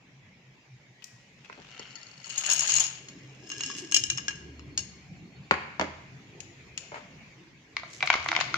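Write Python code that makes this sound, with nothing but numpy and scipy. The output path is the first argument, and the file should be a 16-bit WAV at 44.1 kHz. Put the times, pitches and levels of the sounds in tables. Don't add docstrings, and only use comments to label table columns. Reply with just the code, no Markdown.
import sys
import numpy as np
from scipy import signal
from scipy.fft import rfft, irfft, next_fast_len
from scipy.io import wavfile
from scipy.ndimage import uniform_filter1d

SR = 44100
rng = np.random.default_rng(int(sys.argv[2]) if len(sys.argv) > 2 else 0)


def put_to_file(sound):
    columns = np.atleast_2d(sound).T
    safe = np.clip(columns, -1, 1)
    whole_steps = np.round(safe * 32767)
    wavfile.write(sys.argv[1], SR, whole_steps.astype(np.int16))


N = 377937
TIME = np.arange(N) / SR


# (time [s], peak level [dB], brightness [dB per octave],
# ring length [factor], contact point [0 middle - 1 edge])
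CLINKS = [(2.258, -36.5, -2, 0.81, .1), (2.299, -30.5, -1, 0.62, 0.17), (2.304, -29, -0.5, 0.83, 0.39),
          (2.378, -14.5, 5, 2, 0), (2.463, -16, 6, 0.44, .1), (2.482, -37.5, -1.5, 1.1, 1),
          (2.490, -19.5, 1.5, 0.65, 0), (2.499, -15.5, 9.5, .51, 0.49), (2.5, -13.5, 4, 0.87, 0),
          (2.511, -16, 6, 0.66, 0.74), (2.516, -10, 18, 0.35, 0.056), (2.519, -20, 5.5, .4, .3),
          (2.523, -13, 9.5, 0.76, 0.78), (2.532, -13.5, 19, 1.4, 0), (2.561, -18.5, 5, .49, 0.48),
          (2.582, -22, 4.5, 0.81, 0), (2.593, -12.5, 7.5, .8, 0.043), (2.606, -16, 6.5, 0.87, 0),
          (2.626, -22, 3, 0.47, 0.43), (2.633, -18.5, 6.5, 0.54, .3), (2.673, -18.5, 7, 1.2, 0.13),
          (2.678, -19, 3, .9, 0.089), (2.694, -16, -1.5, 1.5, .2), (2.701, -15, 1.5, 1.1, 0.23),
          (2.711, -21.5, 4, .88, 0), (2.719, -13.5, 3, 0.98, 0.015), (2.739, -10, 10, 0.52, .1),
          (2.754, -16.5, 8, .6, 0.081), (2.763, -10.5, 8.5, 0.86, 0.42), (2.771, -13, 9, 0.68, 0),
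          (2.783, -16, 3.5, .6, 0.67), (2.798, -11.5, 10.5, 0.55, 0.34), (2.8035, -9, 13.5, .7, 0.37),
          (2.811, -18, 9.5, 0.53, 0.45), (2.822, -21, 12, 0.83, .2), (2.838, -17.5, 2.5, 2.3, 0.28),
          (2.865, -21.5, 3, 0.96, .3), (3.085, -33, -3, 1.3, 0.13), (3.4923, -32, 11, 0.36, 0.34),
          (3.501, -24.5, -2.5, 0.49, 0.85), (3.516, -24, -0.5, 1.4, 0.84), (3.581, -29, 5, 0.36, 0.5),
          (3.607, -20, -3, 0.82, 0.77), (3.635, -19, .5, 0.6, 0.75), (3.661, -22.5, 4, 0.45, 0.52),
          (3.7, -26.5, -3, 1.4, 0.93), (3.784, -24, 5, 0.22, 0.89), (3.9135, -23.5, 12, .3, 0.77),
          (3.922, -13.5, 3, .5, .8), (3.944, -4.5, 4, 0.82, 0.84), (3.9637, -6, 2.5, 0.46, 0.87),
          (3.9675, -14.5, 1, .7, 0.023), (3.971, -13.5, 8.5, 0.67, 0.89), (4.037, -13.5, 7.5, 0.66, 0.89),
          (4.1005, -11.5, 4, .6, 1), (4.12, -29, -0.5, 0.35, 1), (4.175, -19, 1.5, .44, 0.47),
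          (4.182, -19, -3, 0.63, 0.87), (4.282, -14, -2.5, 0.59, 0.98), (4.307, -28.5, -5.5, 1.7, 1),
          (4.594, -36.5, -8, 0.21, 0.45), (4.776, -13, 0.5, 1.1, 0.16), (4.7906, -21.5, 2.5, 0.58, 1)]
# (time [s], left-right [dB])
MINTS_PLACE = [(2.3, 10.5), (2.9, 5), (3.6, 1), (3.95, 4), (4.299, 1), (4.8, 4)]
# (time [s], level [dB])
ROLL_LEVEL = [(1.6, -74), (2.2, -64), (2.29, -48), (2.45, -36.5), (2.52, -37), (2.58, -36.5), (2.74, -34),
              (2.86, -43), (2.98, -61)]
# (time [s], level [dB])
POUR_LEVEL = [(2.98, -64.5), (3.4, -66), (3.5, -50), (3.7, -42), (3.86, -53), (4.05, -68), (4.35, -56),
              (4.5, -77)]
# (frequency [Hz], level at point 0 [dB], level at point 1 [dB],
# time to fade by 60 dB at ring length 1 [s])
PLATE_MODES = [(622.6, -35, -52.5, 0.24), (1120, -26, -18, 0.024), (1649, -36, -18, 0.12),
               (2393, -32, -19, .08), (2818, -13, -10, 0.095), (2880, -24.5, -10.5, 0.091),
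               (3197, -27, -19.5, 0.051), (4123, -18.5, -20, 0.058), (4440, -9.5, -27, 0.056),
               (5236, -14, -8, 0.038), (5534, -17.5, -10.5, 0.039), (5800, -14.5, -13.5, 0.018),
               (6428, -2.5, -4.5, 0.018), (6616, -4.5, -8, 0.04), (6718, 1, -14.5, .037),
               (6970, -5.5, -15, 0.015), (7350, -18, -22, .018), (7870, -11, -14, .023),
               (8470, -14, -33, 0.038), (9560, -12, -23.5, 0.016), (10830, -16.5, -30.5, 0.029),
               (12700, -23, -35.5, 0.03), (14220, -24, -35, .035), (14950, -26, -27.5, .02)]
# (frequency [Hz], density [dB per Hz])
PLATE_CRACK = [(100, -28), (520, -21), (850, -9), (1150, -8), (3000, 4), (3750, -2.5), (4400, -1.5),
               (6800, -3.5), (8300, -10.5), (10000, -17), (15500, -32.5)]

# (time [s], level [dB])
SCRAPE_LEVEL = [(1.38, -67.5), (1.62, -57.5), (1.8, -53), (2.2, -60.5), (2.47, -41), (2.515, -29),
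                (2.57, -42.5), (2.65, -41), (2.7, -37), (2.81, -35), (2.87, -46.5), (3.0, -54)]
# (frequency [Hz], density [dB per Hz])
SCRAPE_COLOUR = [(150, -11.5), (480, -11.5), (780, 2.5), (1150, -1.5), (1600, 2.5), (2100, -1), (2600, 5),
                 (3800, -2), (4600, -3.5), (5800, -4.5), (7200, -8), (9000, -31.5), (15500, -26.5)]
# (time [s], peak level of a slip [dB])
JUDDER = [(1.794, -32), (1.907, -43), (1.955, -31.5), (1.962, -37), (2.013, -41), (2.03, -36.5),
          (2.067, -40.5), (2.085, -45.5), (2.113, -42.5), (2.139, -46), (2.177, -43), (2.2, -42),
          (2.243, -33)]
# (time [s], level [dB])
CREAK_LEVEL = [(1.4, -80), (1.62, -69), (1.75, -50), (1.88, -51.5), (1.95, -60), (2.2, -64.5),
               (2.35, -48.5), (2.45, -71.5)]
# (frequency [Hz], gain [dB])
CREAK_COLOUR = [(1400, 2.5), (3000, 12), (4500, -5.5), (7000, -16)]
# (frequency [Hz], level at point 0 [dB], level at point 1 [dB],
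# time to fade by 60 dB at ring length 1 [s])
FOOT_MODES = [(1360, -17.5, -21.5, 0.046), (2043, -15.5, -1, 0.012), (2873, -14.5, -14.5, 0.023),
              (3070, -16.5, -15, 0.013), (4450, -6, -3.5, 0.0205), (5480, -8, -11.5, 0.02),
              (6755, -8, -9.5, .021)]
SLIP_PAN_DB, SLIP_BRIGHT, SLIP_LENGTH, SLIP_POINT = 9, 0.5, 0.81, 0.55

# (time [s], peak level [dB], left-right [dB], brightness [dB per octave],
# ring length [factor], contact point [0 neck - 1 wall])
DROPS = [(7.767, -12.5, 2, 1, 0.84, 0.075), (7.833, -26.5, -3, -6, 2, 1), (8.006, -21, -1, 2, 1.5, 0.088),
         (8.0265, -7, 1, 1.5, 1.13, 0.43), (8.033, -20.5, -2, -14.5, 1.8, 0.34),
         (8.074, -12, 6, 5.5, 1.1, 0.092), (8.1016, 0, 1.5, -1.5, 0.86, 0.12),
         (8.129, -15, 9, 3, 0.61, 0.24), (8.1393, -8, -1.5, 0, 0.95, 0.3),
         (8.154, -14.5, 1, -8, 0.44, 0.54), (8.227, -31, 10, 18, 0.94, .05),
         (8.2605, -14.5, -1, -5, .8, 0.35), (8.287, -12.5, 3, 5, 1.05, 0.8),
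         (8.3165, -9.5, -4, 0.5, 0.51, 0.65), (8.328, -14, 1, -8, 1.1, 1), (8.351, -17.5, 16, 1, 0.66, 0.2),
         (8.364, -6, 5, 2.5, 0.7, 0.25), (8.372, -18, 0, -7, 1.8, 0.86),
         (8.390, -15.5, -5, -4.5, 0.45, 0.61), (8.410, -12, 10, 3, 1.15, 0.65),
         (8.542, -12, 4.5, 2, 0.53, 0.54), (8.556, -22.5, 1, 0, 3.3, 0.26)]
# (frequency [Hz], level at point 0 [dB], level at point 1 [dB],
# time to fade by 60 dB at ring length 1 [s])
BOTTLE_MODES = [(697, -10.5, -7, 0.015), (1058, -3, -1, 0.011), (1205, -1.5, 0.5, .01),
                (1400, -7.5, -3, 0.015), (2076, 1.5, -1.5, 0.013), (2260, 5.5, -11, 0.02),
                (3220, -9, -22, .005), (3670, -15.5, -7, 0.0088), (4350, -20, -17.5, 0.011),
                (5000, -21.5, -21, 0.0049), (6160, -30, -32, .006)]
# (frequency [Hz], density [dB per Hz])
BOTTLE_CRACK = [(60, -33), (400, -21.5), (800, -7.5), (2300, 2.5), (3300, -4), (5000, -7), (6800, -13.5),
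                (8500, -28.5), (15500, -35)]
# (time [s], level [dB])
PATTER_LEVEL = [(7.98, -69), (8.04, -58), (8.15, -37.5), (8.24, -58), (8.33, -43), (8.42, -39), (8.5, -56),
                (8.57, -50)]
# (frequency [Hz], gain [dB])
PATTER_COLOUR = [(600, -17.5), (2200, -8), (3300, 2), (6500, 6.5), (9000, -5)]
# (time [s], peak level [dB],
# starting pitch [Hz], time to fade by 60 dB [s])
PLOPS = [(8.029, -45, 140, 0.27), (8.03, -24, 743, 0.058), (8.188, -44, 82.5, 0.21), (8.279, -48, 104, .15),
         (8.287, -41, 325.4, 0.36), (8.526, -44, 332, 0.57), (8.534, -44, 137, 0.26),
         (8.542, -14.5, 1390, 0.023)]
PLOP_RISE_CYCLES, PLOP_GLIDE_PER_S = 0.75, 0.16

# (time [s], peak level [dB], left-right [dB],
# brightness [dB per octave], ring length [factor], contact point [0-1])
KNOCKS = [(5.5108, -1, 1, 0.5, 0.45, 0.01), (5.7965, -11.5, 4.5, 2, 0.48, 1),
          (5.8122, -11.5, -0.5, 2.5, 0.26, 1), (5.818, -21, -1, -3, 2.1, 1)]
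# (time [s], peak level [dB], left-right [dB],
# brightness [dB per octave], ring length [factor], contact point [0-1])
BUMPS = [(1.4985, -26.5, -5, 0.5, .5, 0), (1.577, -41, 8, -3, 1, 1), (1.588, -39.5, 1, -8.5, 1.1, 0.6),
         (1.795, -33, 0, -3, 1.05, 0.5), (6.919, -28.5, 3, -0.5, 1.7, 1), (6.927, -33.5, 0, -3.5, 2.1, 1),
         (6.943, -24, 1, 4.5, 3.6, 0.95), (6.958, -27.5, 3, 4, 4.5, 1)]
# (frequency [Hz], level at point 0 [dB], level at point 1 [dB],
# time to fade by 60 dB at ring length 1 [s])
TABLE_MODES = [(80.4, -16.5, -22, 0.67), (141, -19, -27, 0.19), (207, -7.5, -13.5, 0.18),
               (292, -25, -9.5, 0.097), (513, -10.5, 3.5, 0.01), (595, -27.5, 3.5, 0.02),
               (950, -1.5, 8.5, 0.0071), (1260, 16, -9, 0.013), (1470, 1.5, -10.5, 0.013),
               (1630, -8, -17, 0.013), (2120, -16, -5, 0.024), (2910, -35, -21, 0.02),
               (4440, -28, -12, 0.014), (6700, -42, -10, 0.0081)]
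# (frequency [Hz], density [dB per Hz])
TABLE_CRACK = [(40, -37), (130, -29), (400, 7.5), (1200, 5), (2400, -2.5), (3600, -8.5), (7000, -18),
               (8500, -22), (15500, -50)]
# (frequency [Hz], level [dB])
TABLE_SLAP = [(60, -30), (350, -8), (700, -4.5), (1150, 3.5), (1650, -5.5), (2400, -5), (3600, -27.5),
              (4600, -17.5), (5300, -40), (7000, -27), (9000, -51.5), (15500, -62)]
SLAP_DB, SLAP_FALL_DB = 6.5, 13.5

# (time [s], peak level [dB], left-right [dB],
# brightness [dB per octave], ring length [factor], contact point [0-1])
TICKS = [(1.0225, -40, 10.5, -5, 0.98, 1), (1.042, -26, 7, 12.5, 0.38, 0.57),
         (1.4465, -42, 9, -5, 1.2, 0.5), (1.457, -42.5, 1, -7, 1.1, 0.6),
         (1.527, -35.5, 7, -6.5, 0.54, 0.7), (6.4037, -28, 7.5, 3.5, 0.69, 0.3),
         (6.7764, -19.5, 6.5, 2.5, 0.73, 0.22), (8.061, -30, -3, 12, 0.68, 0.5),
         (8.244, -35, 7, 1, 0.46, 0.1), (8.281, -35, 0, 6, 0.48, 0.4), (8.402, -16.5, 1, -6, 0.82, 0)]
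# (frequency [Hz], level at point 0 [dB], level at point 1 [dB],
# time to fade by 60 dB at ring length 1 [s])
MINT_MODES = [(2550, -12, 25, 0.035), (3400, -6, -6, 0.007), (4400, -48, 22, 0.018), (5100, -5, -34, 0.033),
              (6820, 8.5, -15.5, 0.027), (10340, -36, 15, 0.021), (14200, -36, 25, 0.034)]
# (time of the peak [s], peak level [dB], rise [s], fall [s])
RUBS = [(1.09, -66.5, 0.18, 0.61), (3.79, -39, 0.051, 0.039), (7.94, -46, 0.066, 0.11),
        (8.42, -74, 0.38, 0.64)]
RUB_FADE_DB = -19.5

# (frequency [Hz], density [dB per Hz])
AIR_COLOUR = [(25, -33.5), (40, -12), (90, -14), (130, -0.5), (180, -4), (300, -11.5), (450, -12.5),
              (900, -14.5), (1400, -18), (2200, -8), (2900, -16), (3900, -21.5), (7100, -25.5), (8000, -39),
              (16000, -35.5)]
# (time [s], level [dB])
AIR_LEVEL = [(0, -58.5), (1.3, -57), (1.7, -55), (3.2, -53.5), (5.3, -55.5), (6.1, -53.5), (7.2, -52),
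             (7.6, -56.5), (8.57, -44)]
# (time [s], level [dB])
RUMBLE_LEVEL = [(0, -60.5), (1.4, -70), (2.4, -85), (3.0, -58.5), (3.8, -51.5), (4.5, -47.5), (5.0, -49.5),
                (5.4, -53.5), (6.1, -51.5), (6.6, -52), (7.4, -55.5), (8.57, -56)]
# (frequency [Hz], density [dB per Hz])
RUMBLE_COLOUR = [(25, -30.5), (55, -9.5), (75, -5), (100, -3), (135, 4), (230, -7.5), (330, -6.5),
                 (420, -12.5), (540, -23), (1000, -28.5), (3000, -49)]
# (time [s], level [dB])
RUSTLE_LEVEL = [(2.7, -69), (3.1, -55), (3.5, -53.5), (3.85, -48.5), (4.3, -56.5), (4.7, -74.5), (5.3, -62)]
# (frequency [Hz], density [dB per Hz])
RUSTLE_COLOUR = [(60, -32.5), (170, -15), (260, -2), (330, 0), (410, -5), (520, -18.5), (1000, -32.5),
                 (3000, -56)]
# (time [s], level [dB])
HUM_LEVEL = [(0, -78), (2.3, -70.5), (2.8, -57.5), (3.8, -68)]
# (time of the peak [s], level [dB], half length [s])
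HUM_SWELLS = [(0.085, -61, 0.019), (0.177, -53, 0.05), (.49, -54, 0.04), (0.737, -47, 0.036),
              (0.905, -55.5, 0.019), (1.154, -49, 0.02), (1.4, -54, 0.017), (1.92, -59, 0.03),
              (2.075, -57, 0.017), (2.18, -53.5, 0.014), (2.602, -54, 0.029), (2.767, -51, 0.037),
              (3.029, -60, .05), (3.27, -50.5, 0.058)]
HUM_HZ, HUM_WANDER_HZ = 131.2, 4.15
# (time [s], level [dB])
DRONE_LEVEL = [(4.0, -74), (4.35, -55), (4.58, -47.5), (4.75, -59), (4.9, -58), (5.1, -68)]
# (time [s], level [dB])
WHINE_LEVEL = [(4.2, -90), (4.45, -74), (5.0, -78.5), (5.45, -74.5), (5.6, -76)]
# (time [s], level [dB])
CHIRP_LEVEL = [(.95, -71), (1.05, -63), (1.2, -68), (1.28, -70)]

# (frequency [Hz], time to fade by 60 dB [s])
ROOM_FADE = [(120, 1), (400, 0.55), (1000, 0.72), (2700, 0.86), (7000, 0.55), (14000, 0.26)]
# (delay [ms], relative level [dB])
ECHOES = [(12.5, -11), (18, -21.5), (23.5, -16), (26.5, -22), (30, -11)]
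# (frequency [Hz], correlation [0-1])
LIKENESS = [(100, 0.95), (300, 0.92), (700, 0.49), (1500, 0.03), (4000, .05)]
EDGE_HZ = 15800


def plate():
    def clink(length, point):
        ring = blow(PLATE_MODES, PLATE_CRACK, crack_db=-9.5, crack_t60=0.027, length=length, point=point,
                    scatter_db=4.5, port_spread=4.1)
        return ring + amp(-15.5) * snap(PLATE_CRACK)

    def graze(length, point):
        return blow(PLATE_MODES, PLATE_CRACK, crack_db=-6.0, crack_t60=0.01, length=length, point=point,
                    scatter_db=4.5, port_spread=2.2, detune=0.0082, size=4096)

    clinks = blows(clink_rows(), clink, pivot_hz=4740, lead_ms=0.16)
    rolling = chatter(lambda: graze(length=0.58, point=0.2), per_s=33, spread_db=3.5, count=8)
    roll = rolling * level(ROLL_LEVEL) * amp([[6.0], [-2.0]])
    sliding = chatter(lambda: graze(length=0.6, point=1.0), per_s=330, spread_db=9.5)
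    pour = sliding * level(POUR_LEVEL) * amp([[5.0], [1.5]])
    return room(clinks + roll + pour, wet_db=-14.0, near_db=-10.0, echo_db=-7)


def clink_rows():
    at, pan_db = np.transpose(MINTS_PLACE)
    return [(s, db, np.interp(s, at, pan_db), bright, length, point)
            for s, db, bright, length, point in CLINKS]


def foot():
    def slip(length, point):
        return blow(FOOT_MODES, PLATE_CRACK, crack_db=-16.5, crack_t60=0.015, length=length, point=point,
                    detune=0.008, contact_s=0.003, size=4096)

    grit = friction(SCRAPE_COLOUR, per_s=330, spread_db=3.0)
    grit = patchy(grit, depth_db=3.5, patch_s=0.02, patch_hz=500)
    scrape = grit * level(SCRAPE_LEVEL) * waver(depth_db=2.0, rate_hz=150) * amp([[2.5], [-1.5]])
    judder = blows(slip_rows(), slip, pivot_hz=4530, lead_ms=0.23)
    fine_slips = chatter(lambda: slip(length=0.3, point=0.66), per_s=35, spread_db=2.5, count=6)
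    creak = unit(colour(fine_slips, CREAK_COLOUR)) * level(CREAK_LEVEL) * amp([[2.5], [-2.5]])
    return room(scrape + judder + creak, wet_db=-12.0, near_db=-12, echo_db=-13.5)


def slip_rows():
    return [(s, db, SLIP_PAN_DB, SLIP_BRIGHT, SLIP_LENGTH, SLIP_POINT) for s, db in JUDDER]


def bottle():
    def clack(length, point):
        ring = blow(BOTTLE_MODES, BOTTLE_CRACK, crack_db=-6, crack_t60=0.026, length=length, point=point,
                    scatter_db=2.5, port_spread=0.72, detune=0.025, contact_s=0.0004, size=6144)
        return ring + amp(-13.5) * snap(BOTTLE_CRACK, size=6144)

    clacks = blows(DROPS, clack, pivot_hz=2050, lead_ms=0.022)
    shell = [(150, -5.5), (480, -7), (760, 0.5), (2300, -1.5), (3300, 0.0), (6800, -3.0), (9000, -11),
             (15000, -4)]
    soft = colour(clacks, shell)
    jostle = chatter(lambda: clack(length=0.5, point=0.3), per_s=45, spread_db=2.5)
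    patter = unit(colour(jostle, PATTER_COLOUR)) * level(PATTER_LEVEL)
    knocking = room(soft + patter, wet_db=-10.0, near_db=-15.5, echo_db=-5)
    return knocking + room(plops(), wet_db=-13, near_db=-18, echo_db=-4)


def plops(size=16384):
    t, out = np.arange(size) / SR, np.zeros((2, N))
    for s, db, hz, t60 in PLOPS:
        turns = hz * t * (1 + PLOP_GLIDE_PER_S * t / 2)
        rise = 1 - np.exp(-turns / PLOP_RISE_CYCLES)
        ring = np.sin(2 * np.pi * turns) * rise * np.exp(-np.log(1000) * t / t60)
        add(out, s, amp(db) * np.array([ring, ring]) / abs(ring).max())
    return out


def table():
    def knock(length, point):
        ring = blow(TABLE_MODES, TABLE_CRACK, crack_db=0.0, crack_t60=0.075, length=length, point=point,
                    scatter_db=2.5, port_spread=0.28, contact_s=0.0001)
        return ring + amp(SLAP_DB - SLAP_FALL_DB * point) * snap(TABLE_SLAP)

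    radiation = [(45, -8.5), (110, 6.0), (7000, 0.0), (10000, -9.5)]
    far_off = [(60, -17), (230, 3), (480, 0.5), (1600, 0), (2700, -3), (4000, -7), (10000, -5)]
    knocks = colour(blows(KNOCKS, knock, pivot_hz=1140, lead_ms=0.2), radiation)
    bumps = colour(blows(BUMPS, knock, pivot_hz=1202, lead_ms=0.27), far_off)
    near = room(knocks, wet_db=-10.5, near_db=-15.0, echo_db=-5, near_t60=0.13)
    return near + room(bumps, wet_db=-9.0, near_db=-6.5, echo_db=-1, near_t60=0.024)


def hand():
    def tick(length, point):
        return blow(MINT_MODES, PLATE_CRACK, crack_db=2.5, crack_t60=0.048, length=length, point=point)

    ticks = blows(TICKS, tick, pivot_hz=4470, lead_ms=0.096)
    pressure = np.zeros(N)
    for s, db, rise, fall in RUBS:
        distance = np.maximum((s - TIME) / rise, (TIME - s) / fall)
        pressure += amp(db + RUB_FADE_DB * distance)
    rub_colour = [(300, -26.5), (2000, -7.0), (6500, 4.0), (9000, -4.0), (11000, -7.5), (15000, -25.5)]
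    rub = friction(rub_colour, per_s=290, spread_db=4.5) * pressure
    return room(ticks + rub, wet_db=-8.5, near_db=-16.0, echo_db=-13)


def background():
    air = patchy(noise(AIR_COLOUR), depth_db=2.7, patch_s=0.046, patch_hz=249) * level(AIR_LEVEL)
    rumble = patchy(noise(RUMBLE_COLOUR), depth_db=5, patch_s=0.11, patch_hz=68.9) * level(RUMBLE_LEVEL)
    rustle = patchy(noise(RUSTLE_COLOUR), depth_db=3.5, patch_s=0.07, patch_hz=70) * level(RUSTLE_LEVEL)
    swells = sum(amp(db) * np.exp(-((TIME - s) / half) ** 2) for s, db, half in HUM_SWELLS)
    hum = tone(HUM_HZ, HUM_WANDER_HZ) * (level(HUM_LEVEL) + swells)
    drone = tone(74, 1.4) * level(DRONE_LEVEL)
    whine = tone(4310, 13) * level(WHINE_LEVEL) * waver(depth_db=6.0, rate_hz=25)
    chirp = tone(1910, 20) * level(CHIRP_LEVEL)
    return air + rumble + rustle + hum + drone + whine + chirp


def room(x, wet_db, near_db, echo_db, near_t60=0.09, build_s=0.0029):
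    t = np.arange(SR) / SR
    hz, at, z = signal.stft(diffuse(rng.standard_normal((2, SR))), SR, nperseg=256)
    fade = amp(-60 * at / read(ROOM_FADE, hz)[:, None])
    tail = signal.istft(z * fade, SR, nperseg=256)[1][:, :SR]
    tail = tail * (1 - np.exp(-t / build_s))
    sparse = rng.standard_normal((2, SR)) * (rng.random((2, SR)) < 0.03)
    near = diffuse(sparse) * amp(-60 * t / near_t60) * (t > 0.0015)
    echo = (amp(wet_db) * unit(tail) + amp(near_db) * unit(near)) / np.sqrt(SR)
    for ms, db in ECHOES:
        arrival = round(ms * SR / 1000) + rng.integers(-8, 9, 2)
        echo[[0, 1], arrival] += amp(db + echo_db)
    return x + signal.fftconvolve(x, echo, axes=1)[:, :N]


def blow(modes, crack, crack_db, crack_t60, length, point, scatter_db=2, port_spread=0.45,
         detune=0.0011, contact_s=0.0005, size=8192):
    t = np.arange(size) / SR
    hz, first_db, second_db, t60 = np.transpose(modes)
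    length, point = np.clip(length, 0.3, 3), np.clip(point, 0, 1)
    weight, shift, port = rng.standard_normal((3, len(modes)))
    db = (1 - point) * first_db + point * second_db + scatter_db * weight
    port_phase = port * port_spread * np.sqrt(hz / hz.mean())
    phase = np.pi * np.arange(len(modes)) + np.array([[0], [1]]) * port_phase
    turn = 2j * np.pi * hz * (1 + detune * shift)
    decay = np.log(1000) / (t60 * length)
    steps = np.vander(np.exp((turn - decay) / SR), size, increasing=True)
    ring = np.einsum("cm,mt->ct", amp(db) * np.exp(1j * phase), steps).imag
    press = 1 - np.exp(-t / contact_s)
    burst = diffuse(rng.standard_normal((2, size))) * amp(-60 * t / (crack_t60 * length))
    return unit(ring * press) + amp(crack_db) * unit(colour(burst, crack))


def snap(spectrum, size=8192):
    return unit(colour(signal.unit_impulse(size)[None], spectrum))


def blows(rows, voice, pivot_hz, lead_ms, count=88):
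    out = np.zeros((2, N))
    for s, db, pan_db, bright, length, point in rows:
        tilt = [(pivot_hz / 4, -2 * bright), (pivot_hz * 2, bright)]
        hit = colour(voice(length, point), tilt)
        crest = 2 * np.sqrt(uniform_filter1d(hit ** 2, count).max(axis=1, keepdims=True))
        add(out, s, hit / crest * amp([[db + pan_db / 2], [db - pan_db / 2]]))
    late_right = np.interp(TIME - lead_ms / 1000, TIME, out[1])
    return np.array([out[0], late_right])


def grains(per_s, spread_db):
    chance, strength = rng.random(N), rng.exponential(1, N)
    at, clicks = np.flatnonzero(chance < per_s / SR), np.zeros(N)
    clicks[at] = amp(spread_db * np.minimum(strength[at], 3)) * (-1) ** at
    return clicks / np.sqrt(np.abs(uniform_filter1d(clicks ** 2, size=2000)) + 1e-4)


def chatter(voice, per_s, spread_db, count=4):
    streams = (signal.oaconvolve(grains(per_s, spread_db)[None], voice(), axes=1)[:, :N]
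               for _ in range(count))
    return unit(sum(streams))


def friction(spectrum, per_s, spread_db):
    slips = np.array([grains(per_s, spread_db), grains(per_s, spread_db)])
    return unit(colour(diffuse(slips), spectrum))


def noise(spectrum):
    return unit(colour(diffuse(rng.standard_normal((2, N))), spectrum))


def tone(hz, width_hz):
    smooth = uniform_filter1d(rng.standard_normal(N), size=1200)
    wander = unit(uniform_filter1d(smooth, size=1200))
    return unit(np.sin(2 * np.pi * np.cumsum(hz + width_hz * wander) / SR))


def waver(depth_db, rate_hz):
    size = next_fast_len(N)
    hz = np.fft.rfftfreq(size, 1 / SR)
    drift = irfft(rfft(rng.standard_normal(size)) * np.exp(-(hz / rate_hz) ** 2), size)[:N]
    return amp(depth_db * unit(drift))


def patchy(x, depth_db, patch_s, patch_hz, size=1024):
    overlap = size * 3 // 4
    z = signal.stft(x, nperseg=size, noverlap=overlap)[2]
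    across = np.fft.fftfreq(z.shape[1], SR / size)[:, None] * patch_hz
    along = np.fft.fftfreq(z.shape[2], size / 4 / SR) * patch_s
    blur = np.exp(-2 * (across ** 2 + along ** 2))
    field = np.fft.ifft2(np.fft.fft2(rng.standard_normal(z.shape[1:])) * blur).real
    swollen = z * amp(depth_db * unit(field))
    return unit(signal.istft(swollen, nperseg=size, noverlap=overlap)[1][:, :N])


def diffuse(x):
    size = next_fast_len(x.shape[1])
    a, b = rfft(x, size)
    same = np.clip(read(LIKENESS, np.fft.rfftfreq(size, 1 / SR)), 0, 1)
    return irfft(np.array([a, same * a + np.sqrt(1 - same ** 2) * b]), size)[:, :x.shape[1]]


def colour(x, spectrum, size=2048):
    log_gain = np.log(amp(read(spectrum, abs(np.fft.fftfreq(size, 1 / SR)))))
    taps = np.fft.ifft(np.exp(np.conj(signal.hilbert(log_gain)))).real
    return signal.oaconvolve(x, taps[None], axes=1)[:, :x.shape[1]]


def level(curve):
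    s, db = np.transpose(curve)
    return amp(np.interp(TIME, s, db, left=-120, right=-120))


def add(mix, s, sound):
    part = mix[:, max(round(s * SR), 0):][:, :sound.shape[1]]
    part += sound[:, :part.shape[1]]


def read(points, hz):
    f, value = np.transpose(points)
    return np.interp(np.log(hz + 1), np.log(f + 1), value)


def amp(db):
    return np.exp(np.asarray(db) * (np.log(10) / 20))


def unit(x):
    return x / np.sqrt(np.mean(x ** 2) + 1e-20)


def scene():
    return plate() + foot() + bottle() + table() + hand() + background()


def record(dry):
    thin = signal.sosfilt(signal.butter(2, 45, "highpass", fs=SR, output="sos"), dry)
    response = [(60, -1.0), (1000, -2.0), (7200, 0.0), (9000, -11.5), (15000, -13.5)]
    heard = np.clip(colour(thin, response), -1, 1)
    band = signal.firwin(511, EDGE_HZ, window=("kaiser", 9), fs=SR)
    return signal.oaconvolve(heard, band[None], "same")


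dry = scene()
out = record(dry)
put_to_file(out)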